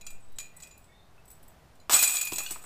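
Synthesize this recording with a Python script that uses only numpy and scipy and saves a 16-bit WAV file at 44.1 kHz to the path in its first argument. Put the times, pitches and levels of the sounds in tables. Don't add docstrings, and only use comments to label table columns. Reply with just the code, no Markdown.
import sys
import numpy as np
from scipy import signal
from scipy.fft import rfft, irfft, next_fast_len
from scipy.io import wavfile
from scipy.ndimage import map_coordinates

SR = 44100
rng = np.random.default_rng(int(sys.argv[2]) if len(sys.argv) > 2 else 0)


def file_out(sig):
    cols = np.atleast_2d(sig).T
    lim = np.clip(cols, -1, 1)
    pcm = np.round(lim * 32767).astype(np.int16)
    wavfile.write(sys.argv[1], SR, pcm)


N = 116865

# (frequency [Hz], spread between links [Hz], relative level [dB], t60 [s])
LINK_LOW = [(2417, 11.7, -2, 0.38), (2488, 16.7, -2, 0.36), (2673, 26, -11, 0.52)]
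LINK_MID = [(3350, 35, -13, 0.18), (4043, 50.7, -9.5, 0.17), (4786, 30, -9, 0.092), (7000, 120, -3, 0.28),
            (6945, 75, 2, 0.17)]
LINK_HIGH = [(7850, 65, 6, 0.2), (8070, 160, -2.5, 0.13), (8500, 220, -4, 0.2), (8950, 250, -7, 0.26)]
LINK_TOP = [(9862, 77.6, 1, 0.2), (11000, 380, -5.5, 0.069), (12500, 365, -8, 0.064),
            (13420, 330, 4.5, 0.069), (14480, 110, 3.5, 0.11)]
FAMILIES = LINK_LOW, LINK_MID, LINK_HIGH, LINK_TOP
# (frequency [Hz], level [dB])
STEEL_SPECTRUM = [(150, -40), (600, -5), (1200, -2), (2000, -2), (3200, 0.5), (5500, 3), (6400, 2.5),
                  (8500, 7.5), (9500, -1), (10500, -15), (12200, 1), (13300, -3.5), (15000, -1.5)]


def jangle(variants=32):
    # (time [s], relative ring level [dB], relative clatter level [dB])
    envelope = [(1.895, -48, -25.5), (1.92, -16, -27), (1.945, -15, -27.5), (1.97, -19.5, -27),
                (2.01, -17, -34), (2.035, -17, -30.5), (2.1, -26.5, -39.5), (2.16, -23.5, -37.5),
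                (2.22, -40, -41.5), (2.3, -40, -52.5), (2.4, -35, -48), (2.46, -40.5, -51),
                (2.52, -42.5, -47), (2.599, -51, -63)]
    # (clatter [dB], low [dB], mid [dB], high [dB], top [dB])
    trim_db = [1, -22.5, -13.5, -9, -12.5]
    hit_s, contacts_per_s, scatter_db = 1.8955, 600, 4.5
    pool = np.array([contact(click_t60_s=0.029, spread_scale=1) for _ in range(variants)])
    pool /= np.linalg.norm(pool, axis=2, keepdims=True)
    times_s, ring_db, clatter_db = np.transpose(envelope)
    count = int((N / SR - hit_s) * contacts_per_s)
    jitter, force, pick = rng.random((4000, 3))[:count].T
    strength = amp(-scatter_db * np.log(force + 0.039))
    strength = unit_rms(strength) * np.sqrt(SR / contacts_per_s)
    out = np.zeros(N)
    for k in range(count):
        s = hit_s + (k + jitter[k]) / contacts_per_s
        levels_db = [np.interp(s, times_s, clatter_db)] + [np.interp(s, times_s, ring_db)] * len(FAMILIES)
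        gains = strength[k] * amp(np.add(levels_db, trim_db))
        add(out, s, gains @ pool[int(pick[k] * variants)])
    return out


def clinks():
    # (time [s], click [dB], low [dB], mid [dB], high [dB], top [dB])
    hits = [(0.011, -57, -56, -52.5, -64, -73), (0.066, -47, -49, -43.5, -54, -68),
            (0.104, -56, -65, -71, -50.5, -56.5), (0.32, -75, -97, -87, -74, -66),
            (0.3638, -85, -81, -86, -60, -72), (0.3854, -43, -47.5, -38.5, -43, -59),
            (0.401, -47, -69, -49.5, -53, -53), (0.565, -69, -67, -65, -47, -57),
            (0.602, -55.5, -72, -64, -60, -61.5), (0.6223, -62, -58, -53, -44.5, -66),
            (0.634, -52, -53, -55.5, -72, -73), (0.671, -60, -72, -78, -58, -62),
            (0.71, -67, -62, -56.5, -73, -85), (0.776, -72, -73, -68, -62, -57.5),
            (0.842, -69, -86, -83, -59.5, -81), (1.254, -75, -94, -91, -62.5, -64),
            (1.278, -74, -89, -96, -55, -62), (1.302, -64.5, -88, -86, -54, -53.5),
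            (1.313, -64, -85, -88, -54.5, -55), (1.351, -76, -90, -92, -62, -76),
            (1.428, -73, -99, -98, -62, -59), (1.479, -82, -92, -96, -57, -58),
            (1.753, -71, -98, -87, -76, -75), (1.7993, -71, -81, -63.5, -79, -77),
            (1.932, -27, -55, -29.5, -20.5, -40), (1.94, -28, -36, -23.5, -19, -35),
            (1.991, -36.5, -29, -31.5, -33, -48), (2.026, -29, -35, -35.5, -29, -26),
            (2.035, -27.5, -57, -25.5, -45, -33), (2.074, -42, -56, -31.5, -21.5, -40),
            (2.095, -38, -41, -46, -48, -44), (2.138, -41, -42, -59, -26.5, -45),
            (2.168, -40.5, -62, -30, -47, -51), (2.212, -37.5, -39.5, -33, -28.5, -32.5),
            (2.251, -45, -42.5, -66, -46, -35), (2.272, -41.5, -42.5, -36.5, -45, -43),
            (2.332, -46, -73, -38.5, -35, -39), (2.359, -42, -64, -38, -36, -49),
            (2.3833, -34, -39.5, -34.5, -39, -37.5), (2.401, -57, -70, -49, -63, -55),
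            (2.432, -58, -82, -67, -41, -42), (2.508, -43.5, -61, -53, -33.5, -40),
            (2.517, -55, -61, -49, -34, -41.5), (2.638, -62, -100, -84, -44, -60)]
    # (click [dB], low [dB], mid [dB], high [dB], top [dB])
    trim_db = [8, -3, -0.5, -5.5, -2.5]
    out = np.zeros(N)
    for s, *levels_db in hits:
        gains = amp(np.add(levels_db, trim_db))
        add(out, s, gains @ contact(click_t60_s=0.05, spread_scale=0.947))
    return out


def contact(click_t60_s, spread_scale):
    click = burst(STEEL_SPECTRUM, click_t60_s)
    return np.array([click] + [link_ring(family, spread_scale) for family in FAMILIES])


def link_ring(family, spread_scale=1, links=3):
    rattle_per_s, rattle_db = 220, 3
    attack_s, choke_s, linger_db = 0.004, 0.0051, -18.5
    t = np.arange(SR // 2) / SR
    x = ring([(hz + spread_scale * spread_hz * rng.normal(), db + rng.normal(0, 2.8), t60_s)
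              for hz, spread_hz, db, t60_s in family * links])
    knots_s = np.arange(rattle_per_s // 2) / rattle_per_s
    x *= np.interp(t, knots_s, amp(rattle_db * rng.standard_normal(len(knots_s))))
    if family is not LINK_LOW:
        x *= amp(linger_db) + np.exp(-t / choke_s)
        x *= 1 - np.exp(-t / attack_s)
    return x / np.sqrt(np.mean(x[:SR // 50] ** 2))


def disc():
    # (time [s], relative level [dB])
    knocks = [(1.896, -17.5), (1.907, -23.5), (1.925, -22), (1.935, -22.5), (1.947, -22), (1.963, -21.5),
              (1.991, -51), (2.026, -39), (2.092, -35), (2.111, -38), (2.146, -31), (2.32, -28),
              (2.382, -34), (2.404, -33), (2.51, -35.5), (2.559, -34), (2.641, -40)]
    # (frequency [Hz], level [dB])
    plastic = [(60, -36), (170, -12), (310, -3.5), (500, -5.5), (750, 4), (1250, 3.5), (2100, -2.5),
               (4000, -12), (12000, -50)]
    # (time [s], thud [dB], slap [dB])
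    landings = [(2.3201, -42, -31.5), (2.3249, -32, -37), (2.512, -39, -51)]
    # (frequency [Hz], relative level [dB], t60 [s])
    disc_modes = [(149, -22, .06), (210, -16, 0.053), (292, -5, 0.039), (349, -3.5, 0.037)]
    wire_modes = [(1552, -2.5, 0.05), (2840, 5, 0.05), (2940, -7, 0.18), (3100, -17, 0.026),
                  (3390, 5, 0.043), (4400, 2.5, 0.04), (4700, -10, 0.08), (5970, 2.5, 0.039),
                  (6460, -16, .07)]
    knock_trim_db, ping_s, ping_db = -9, 2.463, -40
    out = np.zeros(N)
    for s, db in knocks:
        add(out, s, amp(db + knock_trim_db) * burst(plastic, t60_s=0.07))
    for s, thud_db, slap_db in landings:
        add(out, s, amp(thud_db) * ring(disc_modes))
        add(out, s, amp(slap_db) * burst(STEEL_SPECTRUM, t60_s=0.05))
    add(out, ping_s, amp(ping_db) * ring(wire_modes))
    return out


def sway(count=30):
    ticks_per_s, start_db, fade_db_per_s, scatter_db = 22, -65, 17.5, 3
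    out = np.zeros(N)
    for k in range(count):
        s = (k + rng.random()) / ticks_per_s
        db = start_db - fade_db_per_s * s + scatter_db * rng.normal()
        add(out, s, amp(db) * link_ring(LINK_HIGH))
    return out


def birds():
    # (time [s], length [s], start [Hz], end [Hz], level [dB])
    whistles = [(0.238, 0.18, 3795, 3940, -67), (0.5, 0.099, 1995, 1930, -57.5),
                (0.52, 0.25, 5870, 5900, -71), (0.836, 0.27, 3530, 3710, -66.5),
                (0.845, .11, 2260, 2260, -67), (.86, 0.079, 1920, 1860, -67),
                (0.92, 0.156, 4250, 4090, -72)]
    out = np.zeros(N)
    for s, length_s, start_hz, end_hz, db in whistles:
        glide_hz = np.linspace(start_hz, end_hz, int(length_s * SR))
        warble = 1 + 0.02 * wobble(knots_per_s=90)[:len(glide_hz)]
        add(out, s, amp(db) * np.hanning(len(glide_hz)) * tone(glide_hz * warble))
    return out


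def taps():
    # (time [s], level [dB])
    strikes = [(1.18, -58.5), (1.187, -64.5)]
    # (frequency [Hz], relative level [dB], t60 [s])
    modes = [(1415, -3.5, 0.082), (2620, 1.5, 0.038), (2130, -5, 0.011)]
    out = np.zeros(N)
    for s, db in strikes:
        add(out, s, amp(db) * ring(modes))
    return out


def tree_echo(x):
    # (frequency [Hz], t60 [s])
    decay = [(150, 0.38), (1000, 0.56), (4000, 0.31), (8000, 0.23), (15000, 0.35)]
    hz, t, spectra = signal.stft(rng.standard_normal(SR // 2), SR, nperseg=256)
    spectra *= fade(t, log_interp(decay, hz)[:, None])
    _, tail = signal.istft(spectra, SR, nperseg=256)
    return signal.fftconvolve(x, tail / np.linalg.norm(tail))[:N]


def air():
    # (frequency [Hz], level [dB])
    spectrum = [(26, -1.5), (45, 1.5), (71, -1), (159, -6.5), (307, -12), (578, -13), (637, -10),
                (702, -11), (2940, -25), (3580, -25.5), (5810, -29.5), (15000, -35.5)]
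    level_db = -59 + 1.32 * wobble(knots_per_s=4.1)
    return amp(level_db) * noise(spectrum, N)


def hum():
    level_db = -72 + 2 * wobble(knots_per_s=5.1)
    pitch_hz = 160 + 2 * wobble(knots_per_s=21)
    return amp(level_db) * tone(pitch_hz)


def breeze():
    # (time [s], level [dB])
    envelope = [(0, -62), (.13, -27), (.22, -53), (.36, -30.5), (.52, -58), (.8, -59.5), (1.02, -41),
                (1.4, -56), (2.65, -46.5)]
    level_db = np.interp(np.arange(N) / SR, *np.transpose(envelope))
    return amp(level_db) * wobble(knots_per_s=5.55)


def ring(modes):
    out = np.zeros(SR // 2)
    for hz, db, t60_s in modes:
        t = np.arange(min(len(out), int(t60_s * SR))) / SR
        out[:len(t)] += rng.choice([-1, 1]) * amp(db) * fade(t, t60_s) * np.sin(2 * np.pi * hz * t)
    return out


def burst(spectrum, t60_s):
    t = np.arange(SR // 2) / SR
    return noise(spectrum, len(t)) * fade(t, t60_s)


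def noise(spectrum, size):
    padded = next_fast_len(size)
    gains = amp(log_interp(spectrum, np.fft.rfftfreq(padded, 1 / SR)))
    return unit_rms(irfft(rfft(rng.standard_normal(padded)) * gains, padded)[:size])


def wobble(knots_per_s):
    return map_coordinates(rng.standard_normal(256), [np.arange(N) * knots_per_s / SR], mode="wrap")


def tone(hz):
    return np.sin(2 * np.pi * np.cumsum(hz) / SR)


def fade(t, t60_s):
    return np.exp(-np.log(1000) * t / t60_s)


def log_interp(points, hz):
    knots_hz, values = np.transpose(points)
    return np.interp(np.log(hz + 1), np.log(knots_hz + 1), values)


def amp(db):
    return 10 ** (np.asarray(db) / 20)


def unit_rms(x):
    return x / np.sqrt(np.mean(x ** 2) + 1e-20)


def add(track, s, sound):
    i = round(s * SR)
    track[i:i + len(sound)] += sound[:N - i]


def scene():
    echo_db = -7
    background = air() + hum() + breeze()
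    direct = clinks() + disc() + taps() + sway() + jangle()
    return (direct + amp(echo_db) * tree_echo(direct) + tree_echo(birds()) + background)[None]


def record(dry):
    cutoff_hz = 15250
    return signal.sosfilt(signal.ellip(12, 0.1, 90, cutoff_hz, fs=SR, output="sos"), dry)


dry = scene()
out = record(dry)
file_out(out)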